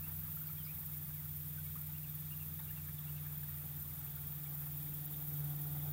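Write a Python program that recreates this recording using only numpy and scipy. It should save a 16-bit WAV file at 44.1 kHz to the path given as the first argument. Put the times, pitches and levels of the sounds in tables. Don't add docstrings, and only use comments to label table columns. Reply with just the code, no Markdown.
import sys
import numpy as np
from scipy import signal
from scipy.fft import rfft, irfft
from scipy.io import wavfile

SR = 44100
rng = np.random.default_rng(int(sys.argv[2]) if len(sys.argv) > 2 else 0)


def unload_audio(sound):
    columns = np.transpose(np.atleast_2d(sound))
    steps = np.round(np.clip(columns, -1, 1) * 32767)
    wavfile.write(sys.argv[1], SR, steps.astype(np.int16))


N = 261072
TIME = np.arange(N) / SR


def amp(db):
    return 10 ** (np.asarray(db) / 20)


def unit(x):
    return x / np.sqrt(np.mean(x ** 2) + 1e-20)


def curve(rows):
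    return np.interp(TIME, *np.transpose(rows))


def add(mix, start_s, sound):
    part = mix[max(round(start_s * SR), 0):][:len(sound)]
    part += sound[:len(part)]


def noise(spectrum):
    freq_hz, density_db = np.transpose(spectrum)
    gain = amp(np.interp(np.log(np.fft.rfftfreq(N, 1 / SR) + 1), np.log(freq_hz), density_db))
    return unit(irfft(rfft(rng.standard_normal(N)) * gain, N))


def wander(width_hz):
    bell = np.exp(-.5 * (np.fft.rfftfreq(N, 1 / SR) / width_hz) ** 2)
    return unit(irfft(rfft(rng.standard_normal(N)) * bell, N))


# freq_hz, density_db
AIR_SPECTRUM = [(100, -6), (600, -2), (900, -2.5), (1400, -3.5), (1850, 1), (2050, -4.5), (2350, 0.5),
                (2850, -2), (4300, -3.5), (6500, -3.5), (16000, -5.5)]


def air():
    return amp(-62.5) * noise(AIR_SPECTRUM)


def shore(sound, t60_s, wet_db):
    t = np.arange(SR // 2) / SR
    tail = rng.standard_normal(len(t)) * amp(-60 * t / t60_s)
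    return sound + amp(wet_db) * signal.fftconvolve(sound, tail / np.linalg.norm(tail))[:N]


def whistle(length_s, pitches_hz):
    progress = np.linspace(0, 1, int(length_s * SR))
    bend = np.polyfit(np.linspace(0, 1, len(pitches_hz)), pitches_hz, len(pitches_hz) - 1)
    pitch_hz = np.polyval(bend, progress) * (1 + 0.015 * wander(120)[:len(progress)])
    envelope = abs(np.sin(np.pi * progress)) ** 0.34
    return envelope * np.sin(2 * np.pi * np.cumsum(pitch_hz) / SR)


# start_s, length_s, start_hz, end_hz, peak_db
BIRD_WHISTLES = [(0.032, 0.045, 2580, 2790, -60), (0.452, .044, 5000, 4180, -67),
                 (0.572, 0.065, 3380, 2930, -63), (.642, .031, 4930, 4850, -64),
                 (.665, 0.051, 2220, 2630, -57), (0.746, .05, 2320, 2060, -68),
                 (1.16, 0.053, 2350, 1820, -66), (1.575, 0.019, 1480, 1560, -58.5),
                 (1.654, 0.019, 2270, 2290, -61), (2.98, .012, 3920, 3200, -58)]
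# offset_s, length_s, start_hz, middle_hz, end_hz, relative_db
MOTIF_NOTES = [(0, .035, 3700, 3800, 3790, -5.5), (0.055, 0.036, 2690, 2800, 2960, 0),
               (.145, .031, 2690, 2720, 2350, 1.5)]
# start_s, level_db
MOTIF_REPEATS = [(1.884, -64.5), (2.251, -61), (2.618, -62), (3.013, -63.5)]


def bird():
    song = np.zeros(N)
    for start_s, length_s, *pitches_hz, peak_db in BIRD_WHISTLES:
        add(song, start_s, amp(peak_db) * whistle(length_s, pitches_hz))
    for start_s, level_db in MOTIF_REPEATS:
        for offset_s, length_s, *pitches_hz, relative_db in MOTIF_NOTES:
            add(song, start_s + offset_s, amp(level_db + relative_db) * whistle(length_s, pitches_hz))
    return song


# freq_hz, density_db
RASP_SPECTRUM = [(7000, -42), (10400, -21.5), (12000, -9.5), (13200, -6), (14600, 1.5), (15300, 1),
                 (16000, -6.5)]


def katydid(rate_hz, strokes, width_cycles, jitter, uneven_db):
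    cycles = np.cumsum(rate_hz * (1 + jitter * wander(2.5))) / SR + rng.random()
    envelope = np.zeros(N)
    for phase_cycles, relative_db in strokes:
        from_peak = (cycles - phase_cycles) % 1 - .5
        envelope += amp(relative_db) * np.exp(-.5 * (from_peak / width_cycles) ** 2)
    return unit(envelope * amp(uneven_db * wander(8.8)) * noise(RASP_SPECTRUM))


# time_s, level_db
SLOW_KATYDID_LEVEL = [(.4, -47.5), (2.9, -60.5), (5.4, -48)]
# freq_hz, density_db
CHORUS_SPECTRUM = [(6000, -32.5), (7500, -15.5), (8600, -15.5), (9500, -7.5), (10200, -14.5), (11500, -8),
                   (13000, -1.5), (14600, 3.5), (16000, -4.5)]
# freq_hz, density_db
CRICKET_SPECTRUM = [(2600, -23), (3050, -12), (3300, -3), (3550, -3.5), (3800, -5.5), (4050, -22),
                    (4600, -35)]


def insects(fast_start_db=-53, swell_db_per_s=0.45):
    fast = katydid(17.9, [(0, 5.5), (.38, -8)], width_cycles=0.1, jitter=.005, uneven_db=1.3)
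    slow = katydid(13.1, [(0, 3), (.47, 1)], width_cycles=0.13, jitter=0.025, uneven_db=1.0)
    katydids = amp(fast_start_db + swell_db_per_s * TIME) * fast + amp(curve(SLOW_KATYDID_LEVEL)) * slow
    chorus_db = curve([(0, -47.5), (3, -47.5), (5.92, -47)]) + 1.05 * wander(25)
    chorus = amp(chorus_db) * noise(CHORUS_SPECTRUM)
    crickets_db = curve([(0, -74), (3, -73.5), (5.92, -69.5)]) + 2.14 * wander(24)
    return katydids + chorus + amp(crickets_db) * noise(CRICKET_SPECTRUM)


# freq_hz, density_db
RUMBLE_SPECTRUM = [(20, -30), (32, -24), (45, -8.5), (62, -1), (100, 2), (140, -2), (190, -5.5),
                   (250, -11.5), (340, -17), (500, -25), (1000, -41.5)]
# freq_hz, density_db
WASH_SPECTRUM = [(200, -17), (320, -2), (500, -4), (620, -2), (770, 3.5), (1000, -7), (1400, -5),
                 (2500, -21.5), (5000, -25)]
# time_s, level_db
WASH_SWELLS = [(2.3, -78), (3.8, -69.5), (5.05, -69.5), (5.45, -64.5)]


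def hull_water():
    rumble = amp(-59.5 + wander(1.7)) * noise(RUMBLE_SPECTRUM)
    wash = amp(curve(WASH_SWELLS) + 1.9 * wander(8.9)) * noise(WASH_SPECTRUM)
    return rumble + wash


def bubble(pitch_hz, t60_s, rise_oct_per_s):
    t = np.arange(int(t60_s * SR)) / SR
    envelope = amp(-60 * t / t60_s) * (1 - np.exp(-t / 0.0021))
    return envelope * np.sin(2 * np.pi * np.cumsum(pitch_hz * 2 ** (rise_oct_per_s * t)) / SR)


def trickle(count):
    bubbles = np.zeros(N)
    for when, softness, pitch, life, rise in rng.random((count, 5)):
        pitch_hz = 1500 * 2 ** (1.7 * (pitch - .5))
        ring = bubble(pitch_hz, t60_s=0.014 + 0.032 * life, rise_oct_per_s=18 * rise)
        add(bubbles, when * N / SR, amp(-54.5 - 11.5 * np.sqrt(softness)) * ring)
    return bubbles


# start_s, level_db, pitch_hz
BOW_DRIPS = [(.367, -48.5, 1274), (.41, -52, 1410), (.487, -52, 2270), (.497, -52.5, 1293),
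             (.664, -54, 1210), (0.786, -57, 870), (1.258, -54, 1290), (1.757, -46.5, 1105),
             (1.888, -55, 850), (2.136, -55, 1190), (2.225, -55, 3370), (2.308, -56, 1350),
             (2.59, -52.5, 1790), (2.593, -49.5, 3500), (2.594, -50.5, 840), (2.706, -51.5, 1686),
             (2.882, -51.5, 1664), (3.262, -51, 1570), (3.434, -52.5, 1620), (3.485, -53.5, 1800),
             (4.17, -51, 1360), (4.459, -52, 2210)]
# time_s, gain_db
BOW_FLOW = [(.6, 2), (1.3, -1.5), (2.4, 0), (2.7, 2), (5.92, 0)]
# freq_hz, density_db
LAP_SPECTRUM = [(350, -27), (600, -16.5), (850, 0.5), (1020, -2.5), (1250, 3), (1800, -2), (2100, -4),
                (2400, -7), (3000, -29), (6000, -30)]


def bow_water():
    rings, splash_gain = np.zeros(N), np.zeros(N)
    t = np.arange(SR // 10) / SR
    splash_envelope = amp(-15) * (1 - np.exp(-t / 0.0039)) * np.exp(-t / 0.017)
    for start_s, level_db, pitch_hz in BOW_DRIPS:
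        t60_s = 0.058 * (pitch_hz / 1000) ** -0.41
        rise_oct_per_s = 11 * amp(level_db + 50.5)
        add(rings, start_s, amp(level_db) * bubble(pitch_hz, t60_s, rise_oct_per_s))
        add(splash_gain, start_s, amp(level_db) * splash_envelope)
    bubbles = trickle(count=700)
    lapping = amp(-71.5 + 2 * wander(16)) * noise(LAP_SPECTRUM)
    return rings + splash_gain * noise(LAP_SPECTRUM) + amp(curve(BOW_FLOW)) * (bubbles + lapping)


def partial(cycles, depth, flutter_hz):
    angle = 2 * np.pi * (cycles + rng.random())
    in_phase = (1 + depth * wander(flutter_hz)) * np.sin(angle)
    quadrature = depth * wander(flutter_hz) * np.cos(angle)
    return np.sqrt(2) * (in_phase + quadrature)


# time_s, turns_per_s
SHAFT_SPEED = [(0, 19.15), (1.2, 18.66), (2.5, 18.93), (4.0, 18.16), (5.0, 18.45), (5.45, 18.3),
               (5.92, 18.5)]
# time_s, level_db
HUM_LEVEL = [(0, -51), (2.2, -48.5), (2.75, -51), (3.1, -46.5), (3.95, -52), (4.6, -47), (5.24, -48.7),
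             (5.42, -40.5), (5.6, -43.7), (5.92, -42.5)]
# time_s, load_db
MOTOR_LOAD = [(0, -10), (2.3, -10.5), (4.25, -10), (4.9, -2.5), (5.92, 0)]
# order (rounded when played), full_load_db, load_db_per_db
SHAFT_ORDERS = [(3, -71.5, 0), (4, -71, 0.61), (7, -66.5, 0), (9, -60, 0.29), (11, -76.5, 0),
                (15, -79, 1.8), (15.8, -63.5, 1.3), (17, -69.5, 1.33), (19, -84, 0.79), (23, -81.5, 0.77),
                (24, -73.5, 1.3), (31, -78.5, 1.9), (40, -79, 1.5), (43, -81.5, 1.3)]
# harmonic, relative_db
DRONE_PARTIALS = [(1, 0), (2, -14.5), (3, -20.5)]


def motor(hum_order=8, drone_order=4.685):
    turns = np.cumsum(curve(SHAFT_SPEED)) / SR
    load_db = curve(MOTOR_LOAD)
    dip_db = -5.5 * np.exp(-.5 * ((TIME - 0.79) / 0.03) ** 2)
    hum = amp(curve(HUM_LEVEL) + dip_db) * partial(hum_order * turns, depth=0.018, flutter_hz=4)
    for order, full_load_db, load_db_per_db in SHAFT_ORDERS:
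        tone = partial(round(order) * turns, depth=0.013 * order, flutter_hz=7.2)
        hum += amp(full_load_db + load_db_per_db * load_db) * tone
    drone = sum(amp(relative_db) * partial(harmonic * drone_order * turns, depth=0.054, flutter_hz=8.1)
                for harmonic, relative_db in DRONE_PARTIALS)
    drone_db = -58 - 0.12 * load_db + 2 * wander(1.4)
    return hum + amp(drone_db) * drone


def scene():
    mono = air() + motor() + hull_water() + bow_water() + insects()
    mono += shore(bird(), t60_s=0.15, wet_db=-6.5)
    return np.array([mono, mono])


def record(dry):
    cutoff_hz = 15820
    taps = signal.firwin(801, cutoff_hz, window=("kaiser", 9), fs=SR)
    return signal.oaconvolve(dry, taps[None], "same")


dry = scene()
out = record(dry)
unload_audio(out)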